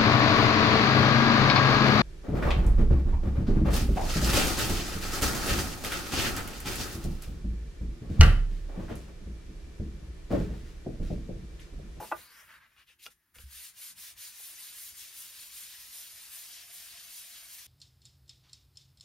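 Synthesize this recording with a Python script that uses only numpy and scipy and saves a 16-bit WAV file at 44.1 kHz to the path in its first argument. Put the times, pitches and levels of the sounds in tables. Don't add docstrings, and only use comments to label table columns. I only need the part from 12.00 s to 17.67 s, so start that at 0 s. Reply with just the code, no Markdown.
import sys
import numpy as np
from scipy import signal
from scipy.fft import rfft, irfft, next_fast_len
from scipy.io import wavfile
from scipy.ndimage import uniform_filter1d

SR = 44100
rng = np.random.default_rng(int(sys.argv[2]) if len(sys.argv) > 2 else 0)


def convert_level_to_amplitude(level_db):
    exponent = np.asarray(level_db, float) / 20
    return 10 ** exponent


def wrap_up_sound(samples):
    columns = np.atleast_2d(samples).T
    tamed = np.clip(columns, -1, 1)
    steps = np.round(tamed * 32767).astype(np.int16)
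    wavfile.write(sys.argv[1], SR, steps)


N = 249945

# (turn [s], hiss at the turn [dB],
# fastest after [s], hiss when fastest [dB], extra sizzle [dB])
PALM_STROKES = [(1.469, -65.5, 0.16, -52, 1), (1.728, -70, 0.14, -51.5, 2.5),
                (1.943, -71, 0.097, -51.5, 0.5), (2.152, -72.5, 0.081, -50.5, 1),
                (2.34, -58, 0.11, -53, 4.5), (2.57, -54, 0.073, -52.5, 1), (2.7, -52.5, 0.14, -53, 5.5),
                (2.936, -58, 0.082, -50, -2), (3.12, -55.5, .08, -53.5, 5.5), (3.33, -55, 0.056, -51, -2),
                (3.5, -56, 0.083, -52, 5), (3.7, -53, 0.04, -51.5, -3), (3.89, -56, 0.076, -52, 3.5),
                (4.151, -54, 0.064, -52.5, -2.5), (4.28, -56, 0.083, -52, 3.5),
                (4.48, -52.5, 0.1, -51, -5.5), (4.67, -58.5, 0.074, -53.5, 3.5),
                (4.85, -53, 0.11, -51, -6.5), (5.071, -54.5, 0.072, -52.5, 3.5), (5.27, -54, 0.09, -51, -5),
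                (5.47, -56.5, .08, -54, 4.5), (5.66, -56, .08, -44.5, -17)]
# (start [s], length [s], hiss [dB], sheet against hiss [dB],
# sizzle against hiss [dB])
FREE_SLIDES = [
    (-.04, 0.2, -55.5, -8.5, 2),
    (.13, 0.16, -64.5, 6.5, 9),
    (.24, 0.28, -68, 13, 6),
    (.46, 0.15, -66.5, 13.5, -3.5),
    (.59, 0.098, -72, 14.5, -12),
    (.66, 0.13, -78, 9, -4),
]
PLATE_BRUSHES = [
    (.755, 0.096, -69, 6, -8.5),
    (.86, 0.091, -66.5, -4.5, -7.5),
    (.985, 0.059, -65, -30, -1),
    (1.015, 0.073, -54.5, -17, -1.5),
    (1.095, 0.044, -67, -6, 2.5),
    (1.34, 0.047, -64.5, 4.5, 6.5),
    (1.37, 0.092, -61, -3, 3),
]
# (lowest [Hz], highest [Hz])
RUB_RANGES = [(2500, 7000), (600, 1050), (900, 2200), (8500, 15500)]
REST_LEVELS = [
    [-89],
    [-93],
    [-88],
    [-93],
]
# (frequency [Hz], level per Hz [dB])
FRICTION_COLOUR = [(88, -37), (150, -22.5), (474, -22), (686, -16), (786, -21), (883, -13), (1330, -8),
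                   (1680, -3.5), (3140, -1.5), (6570, -2.5), (7830, -1.5), (10900, -1.5), (15800, -6.5)]
# (start [s], level [dB], fade [dB per s])
SHEET_WOBBLES = [
    (0.0, -44.5, 181),
    (.15, -64.5, 128),
]
# (time [s], pitch [Hz], level [dB])
GAP_WHISTLE = [(.13, 3310, -87), (.17, 3600, -60.5), (.24, 4200, -62), (.3, 4605, -63.5), (.36, 5400, -65),
               (.41, 5900, -62), (.46, 6200, -103)]
# (time [s], pitch [Hz], level [dB])
PLATE_SINGING = [(1.4, 691, -110), (1.55, 692, -85), (2.4, 685, -88), (4.2, 696, -88), (4.5, 695, -74.5),
                 (5.3, 694, -78), (5.67, 685, -79)]
# (time [s], pitch [Hz], level [dB])
MAT_SINGING = [(1.5, 340, -105), (1.8, 340, -103), (2.3, 330.6, -94), (2.5, 340, -87), (3.3, 340, -87.5),
               (3.7, 340, -91.5), (5.67, 340, -102)]
# (time [s], peak [dB], length [s], modes fade above [Hz])
SHEET_FLAPS = [
    (0.0, -32, 0.018, 1155),
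    (0.022, -36, 0.01, 1150),
    (0.034, -42.5, .008, 1150),
    (0.114, -30, 0.004, 2500),
    (0.1189, -22.5, 0.0061, 3000),
]
# (frequency [Hz], level [dB], 60 dB fade [s])
SHEET_MODES = [(340, -12.5, 0.12), (470, 0.5, 0.028), (567, -12.5, 0.066), (643, -3, 0.06), (853, 8, 0.047),
               (950, 2.5, 0.037), (1020, -1, .035), (1194, -1, 0.044), (1450, 3, 0.034), (1510, 0.5, 0.023),
               (1950, -8, 0.083), (2500, -6, .03), (2655, -12, 0.066)]
# (time [s], peak [dB], centre [Hz])
SHEET_PATS = [(0.765, -55, 2500), (1.059, -51, 2790), (1.059, -41, 3400), (1.0615, -46, 3580),
              (1.0644, -33, 3940), (1.066, -43, 1410), (1.069, -36.5, 1480), (1.08, -42.5, 400),
              (1.345, -64, 7000), (1.357, -57, 2500), (1.385, -44, 3500), (1.388, -43, 2000),
              (1.396, -47, 400), (.9, -58, 506), (1.362, -46, 330), (2.4, -48, 900)]
# (frequency [Hz], level [dB], 60 dB fade [s])
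PLATE_MODES = [(260, -8, .05), (500, -8, .04), (820, -8, .04), (1400, 0, .028), (2520, -3, .03),
               (2850, 2, .028), (3350, -2, .02), (4600, -6, .012), (5500, -7, .01), (7000, -8, .008),
               (9000, -8, .006), (11000, -8, .006)]
# (time [s], peak [dB])
FLAT_SNAPS = [
    (1.0645, -31),
    (1.3855, -37),
]
# (time [s], peak [dB])
PALM_SHOVES = [(1.383, -52), (1.397, -54), (1.422, -52), (1.437, -42), (1.452, -46), (1.56, -58)]
# (frequency [Hz], level per Hz [dB])
TABLE_COLOUR = [(12, -47.5), (20, -22), (42, -4), (59, 1.5), (92, -3.5), (260, -16.5), (340, -45),
                (570, -120)]
# (time [s], level [dB])
ARM_WEIGHT = [(0.0, -77), (.6, -76.5), (1.3, -87), (1.38, -64), (1.6, -79), (2.3, -81), (2.9, -75),
              (5.67, -74.5)]
# (time [s], level [dB])
WEIGHT_SHIFTS = [(.04, -73), (.18, -67), (.47, -81), (0.599, -84.5), (1.1, -76), (1.52, -88), (1.96, -68),
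                 (2.18, -71.5), (2.92, -77)]
# (frequency [Hz], level per Hz [dB])
AIR_COLOUR = [(18, -31), (30, -3), (75, -10.5), (258, -7.5), (344, -6), (581, -30.5), (1700, -6),
              (2660, -19), (8420, -21), (11500, -10.5), (15800, -19)]
# (frequency [Hz], share [0 to 1])
DIRECT_SHARE = [(60, 0.87), (150, 0.88), (600, 0.57), (2000, 0.77), (4000, 0.71), (7000, 0.44),
                (8200, 0.92), (8500, 0.14), (14000, 1), (15000, 0.28)]
# (frequency [Hz], phase [radians])
LEFT_LEAD = [(60, 0), (1500, 0), (3600, .8), (5600, .2), (6600, .7), (7600, 2.3), (8100, 3.1), (8350, .5),
             (8800, 0), (16000, 0)]
SHARED_EDGES = (8350, 9700, 10400, 14100, 14900, 15780)
OWN_SIDES = [(.85, .45, .03, .25, .8), (.12, .03, .025, .15, .75)]
# (lowest [Hz], highest [Hz], chance [0 to 1])
MIDDLE_HOLES = [(7750, 8150, .2), (8300, 8800, .03), (15200, 15800, .08), (15550, 15800, .2)]

SIZE = next_fast_len(N + SR // 4)
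HZ = np.maximum(np.fft.rfftfreq(SIZE, 1 / SR), 1)
TIME = np.arange(N) / SR


def strokes():
    stuck_s, loose_db = 2.35, 2
    loose_hold, stuck_hold = 1.7, 0.94
    rubbed_db, settle_db, settle_s = -53, -7, 0.31
    turn, slow_db, after, fast_db, extra_db = np.transpose(PALM_STROKES)
    fastest = turn + after
    phase = np.interp(TIME, np.ravel([turn, fastest], "F"), np.arange(2 * len(turn)) / 2)
    swing = np.sin(np.pi * phase) ** 2
    loose = TIME < stuck_s
    hold = np.where(loose, loose_hold, stuck_hold)
    speed = np.tanh(hold * swing) / np.tanh(hold)
    slow = convert_level_to_amplitude(np.interp(TIME, turn, slow_db))
    fast = convert_level_to_amplitude(np.interp(TIME, fastest, fast_db))
    hiss_db = 20 * np.log10(slow + (fast - slow) * speed)
    above_db = hiss_db - rubbed_db
    pad_db = -75.5 + settle_db * np.exp(-np.abs(TIME - turn[0]) / settle_s) + 0.4 * above_db
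    sheet_db = -65.5 + loose_db * swing * loose + 0.45 * above_db
    sizzle_db = hiss_db + 1.38 + np.interp(TIME, fastest, extra_db) * swing ** (1.27 / 2)
    fade_in = np.clip((TIME - turn[0]) / 0.018 + 1, 0, 1)
    return convert_level_to_amplitude(2 * np.array([hiss_db, pad_db, sheet_db, sizzle_db])) * fade_in


def touches(rows, pad_db):
    peak_share, linger_db, linger_t60_s = 0.4, -14.5, 0.34
    out = 0
    for start, length, hiss_db, sheet_db, sizzle_db in rows:
        top = start + peak_share * length
        phase = np.interp(TIME, [start, top, start + length], [0, .5, 1])
        swell = np.sin(np.pi * phase) ** 2
        linger = (TIME > top) * convert_level_to_amplitude(2 * linger_db - 120 * np.abs(TIME - top) / linger_t60_s)
        parts_db = hiss_db + np.array([[0], [sheet_db + pad_db], [sheet_db], [sizzle_db]])
        out = out + convert_level_to_amplitude(2 * parts_db) * (swell + linger)
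    return out


def brushes(rows):
    return touches(rows, pad_db=-19)


def contact_db():
    moving = strokes() + touches(FREE_SLIDES, pad_db=-18) + brushes(PLATE_BRUSHES)
    return 10 * np.log10(moving + convert_level_to_amplitude(2 * np.array(REST_LEVELS)))


def uneven_slips():
    grain_db = 1.5
    return rng.standard_normal(N) * convert_level_to_amplitude(grain_db * np.minimum(rng.exponential(1, N), 5))


def rubbing(slips):
    patchy_db, shared_db, lift_db = 0.98, 0.54, 1.0
    gains, centres = [], []
    for (low, high), level_db in zip(RUB_RANGES, contact_db()):
        inside = (HZ > low) & (HZ < high)
        power = np.sum(convert_level_to_amplitude(2 * at_hz(FRICTION_COLOUR, HZ))[inside]) / len(HZ)
        gains.append(level_db - 10 * np.log10(power))
        centres.append(np.log(low * high) / 2)
    rank = np.argsort(centres)
    ordered = np.array(centres)[rank]
    nodes = np.log(np.geomspace(150, 15000, num=15))
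    together = shared_db * drift(14)
    even, colour = rms_one(slips), convert_level_to_amplitude(at_hz(FRICTION_COLOUR, HZ))
    out = np.zeros(N)
    for k, node in enumerate(nodes):
        weights = [np.interp(node, ordered, rank == j) for j in range(len(gains))]
        level_db = sum(w * g for w, g in zip(weights, gains))
        level_db = level_db + together + patchy_db * drift(15) + lift_db
        part = np.interp(np.log(HZ), nodes, np.arange(len(nodes)) == k)
        out += convert_level_to_amplitude(level_db) * filtered(even, colour * part)
    return out


def fingertip_pocket(slips):
    pocket = filtered(slips, hump(centre_hz=2750, width_hz=1600))
    return np.sqrt(brushes(PLATE_BRUSHES[:3])[0]) * rms_one(pocket)


def loose_wobble(slips):
    low = filtered(slips, hump(centre_hz=480, width_hz=1300))
    level = sum((TIME >= s) * convert_level_to_amplitude(db - fade * np.abs(TIME - s)) for s, db, fade in SHEET_WOBBLES)
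    return level * rms_one(low)


def friction():
    slips = uneven_slips()
    return rubbing(slips) + loose_wobble(slips) + fingertip_pocket(slips)


def whistle(rows, width_hz):
    hz, level_db = in_time(rows)
    lowpass = signal.butter(2, width_hz / 2, fs=SR, output="sos")
    slow = signal.sosfilt(lowpass, rng.standard_normal((2, N)))
    turn = 2 * np.pi * np.cumsum(hz) / SR
    return convert_level_to_amplitude(level_db) * rms_one(slow[0] * np.cos(turn) + slow[1] * np.sin(turn))


def flaps():
    out = np.zeros(N // 8)
    t = np.arange(len(out)) / SR
    for hz, level_db, t60 in SHEET_MODES:
        push = 0
        for s, db, length, top_hz in SHEET_FLAPS:
            burst = (t >= s) * np.exp(-np.abs(t - s) / length) / np.sqrt(length * SR)
            push = push + convert_level_to_amplitude(db) * burst / (1 + (hz / top_hz) ** 4)
        out += ring(push * rng.standard_normal(len(t)) * convert_level_to_amplitude(level_db - 5.5), hz, t60)
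    return np.pad(out, (0, N - len(out)))


def pats():
    spread_db = 9.5
    at = [round(row[0] * SR) for row in SHEET_PATS]
    chance = rng.normal(0, 2.0, (len(SHEET_PATS), len(PLATE_MODES)))
    out = np.zeros(N)
    for k, (hz, level_db, t60) in enumerate(PLATE_MODES):
        clicks = np.zeros(N)
        clicks[at] = [convert_level_to_amplitude(db + level_db - 6 + c - spread_db * np.log2(hz / centre_hz) ** 2)
                      for (s, db, centre_hz), c in zip(SHEET_PATS, chance[:, k])]
        out += ring(clicks, hz, t60)
    return out


def snaps():
    band = signal.butter(1, [1500, 9000], "band", fs=SR, output="sos")
    return signal.sosfilt(band, clicks_at(FLAT_SNAPS) + 1e-18) * 2


def table_hum():
    lean_s = .045
    hum = rms_one(filtered(rng.standard_normal(N), convert_level_to_amplitude(at_hz(TABLE_COLOUR, HZ))))
    leans = sum(convert_level_to_amplitude(db) * np.exp(-((TIME - s) / lean_s) ** 2) for s, db in WEIGHT_SHIFTS)
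    return (convert_level_to_amplitude(in_time(ARM_WEIGHT)[0]) + leans) * hum


def table_swing():
    soft = np.hanning(round(0.0038 * SR))
    push = np.convolve(clicks_at(PALM_SHOVES), soft / soft.sum())[:N]
    return ring(push, hz=66.5, t60=.21)


def air():
    hiss = filtered(rng.standard_normal(N), convert_level_to_amplitude(at_hz(AIR_COLOUR, HZ)))
    return convert_level_to_amplitude(-76) * rms_one(hiss)


def room(x):
    room_db, t60_s = -14.5, .12
    t = np.arange(round(.4 * SR)) / SR
    tail = rng.standard_normal((2, len(t))) * convert_level_to_amplitude(-60 * t / t60_s) * (t > .004)
    tail = signal.lfilter([.3, -.3], [1, -1.63, .651], tail)
    tail = tail / np.sqrt(np.sum(tail ** 2) / 2)
    return convert_level_to_amplitude(room_db) * signal.fftconvolve(x[None], tail, axes=1)[:, :N]


def ports(sound):
    left_db, scatter_t60_s = 0.68, 0.12
    t = np.arange(round(.15 * SR)) / SR
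    share = np.clip(at_hz(DIRECT_SHARE, HZ), 0, 1)
    turn = np.exp(.5j * at_hz(LEFT_LEAD, HZ))
    pair = filtered(sound, np.sqrt(share) * np.array([turn, 1 / turn]))
    poses = np.array([drift(13) for _ in range(7)])
    for weight in poses / np.sqrt(np.sum(poses ** 2, axis=0)):
        scatter = rng.standard_normal((2, len(t))) * convert_level_to_amplitude(-60 * t / scatter_t60_s)
        scatter = rfft(scatter / np.sqrt(np.sum(scatter ** 2) / 2), SIZE)
        pair += filtered(weight * sound, np.sqrt(1 - share) * scatter)
    return pair * convert_level_to_amplitude(np.array([[left_db], [-left_db]]))


def rms_one(x):
    return x / np.sqrt(np.mean(x ** 2) + 1e-20)


def in_time(rows):
    s, *columns = np.transpose(rows)
    return [np.interp(TIME, s, c) for c in columns]


def at_hz(points, hz):
    points = np.array(points, float)
    return np.interp(np.log(hz), np.log(np.maximum(points[:, 0], 1)), points[:, 1])


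def clicks_at(rows):
    clicks = np.zeros(N)
    clicks[[round(s * SR) for s, db in rows]] = convert_level_to_amplitude(np.array(rows)[:, 1])
    return clicks


def drift(rate):
    r = np.exp(-80 * np.pi * rate / SR)
    slow = signal.lfilter([1], [1, -2 * r, r * r], rng.standard_normal(N // 40 + 2002))[2000:]
    return np.interp(np.arange(N) / 40, np.arange(len(slow)), rms_one(slow))


def ring(clicks, hz, t60):
    r, w = convert_level_to_amplitude(-60 / (t60 * SR)), 2 * np.pi * hz / SR
    return signal.lfilter([0, np.sin(w)], [1, -2 * r * np.cos(w), r * r], clicks + 1e-18)


def filtered(x, response):
    return irfft(rfft(x, SIZE) * response, SIZE)[..., :N]


def hump(centre_hz, width_hz):
    return 1 / (1 + ((HZ - centre_hz) / (width_hz / 2)) ** 2) ** 2


def scene():
    soft = friction() + whistle(GAP_WHISTLE, width_hz=1000)
    soft = soft + whistle(PLATE_SINGING, width_hz=46) + whistle(MAT_SINGING, width_hz=72)
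    soft = soft + table_hum() + air()
    highpass = signal.butter(4, 270, "high", fs=SR, output="sos")
    hits = signal.sosfilt(highpass, flaps() + pats() + snaps())
    return ports(soft) + table_swing() + hits + room(hits)


def band_limit(x):
    return signal.sosfilt(signal.butter(12, 16230, fs=SR, output="sos"), x)


def record(dry):
    frame, late_s = 2048, 2.62
    mid, side = (dry[0] + dry[1]) / 2, (dry[0] - dry[1]) / 2
    mid = filtered(mid, HZ < SHARED_EDGES[-1])
    kept = filtered(side, HZ < SHARED_EDGES[0])
    luck = rng.random((N // frame + 1, 1))
    late = (np.arange(len(luck)) * frame / SR > late_s).astype(int)
    keeps = (luck < np.array(OWN_SIDES)[late]).T
    for low, high, keep in zip(SHARED_EDGES, SHARED_EDGES[1:], keeps):
        gate = uniform_filter1d(np.repeat(keep * 1., frame)[:N], size=512)
        kept = kept + gate * filtered(side, (HZ >= low) & (HZ < high))
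    for low, high, chance in MIDDLE_HOLES:
        drops = rng.random(len(luck)) < chance
        hole = uniform_filter1d(np.repeat(drops * 1., frame)[:N], size=512)
        mid = mid - hole * filtered(mid, (HZ > low) & (HZ < high))
    return band_limit(np.array([mid + kept, mid - kept]))


dry = scene()
out = record(dry)
wrap_up_sound(out)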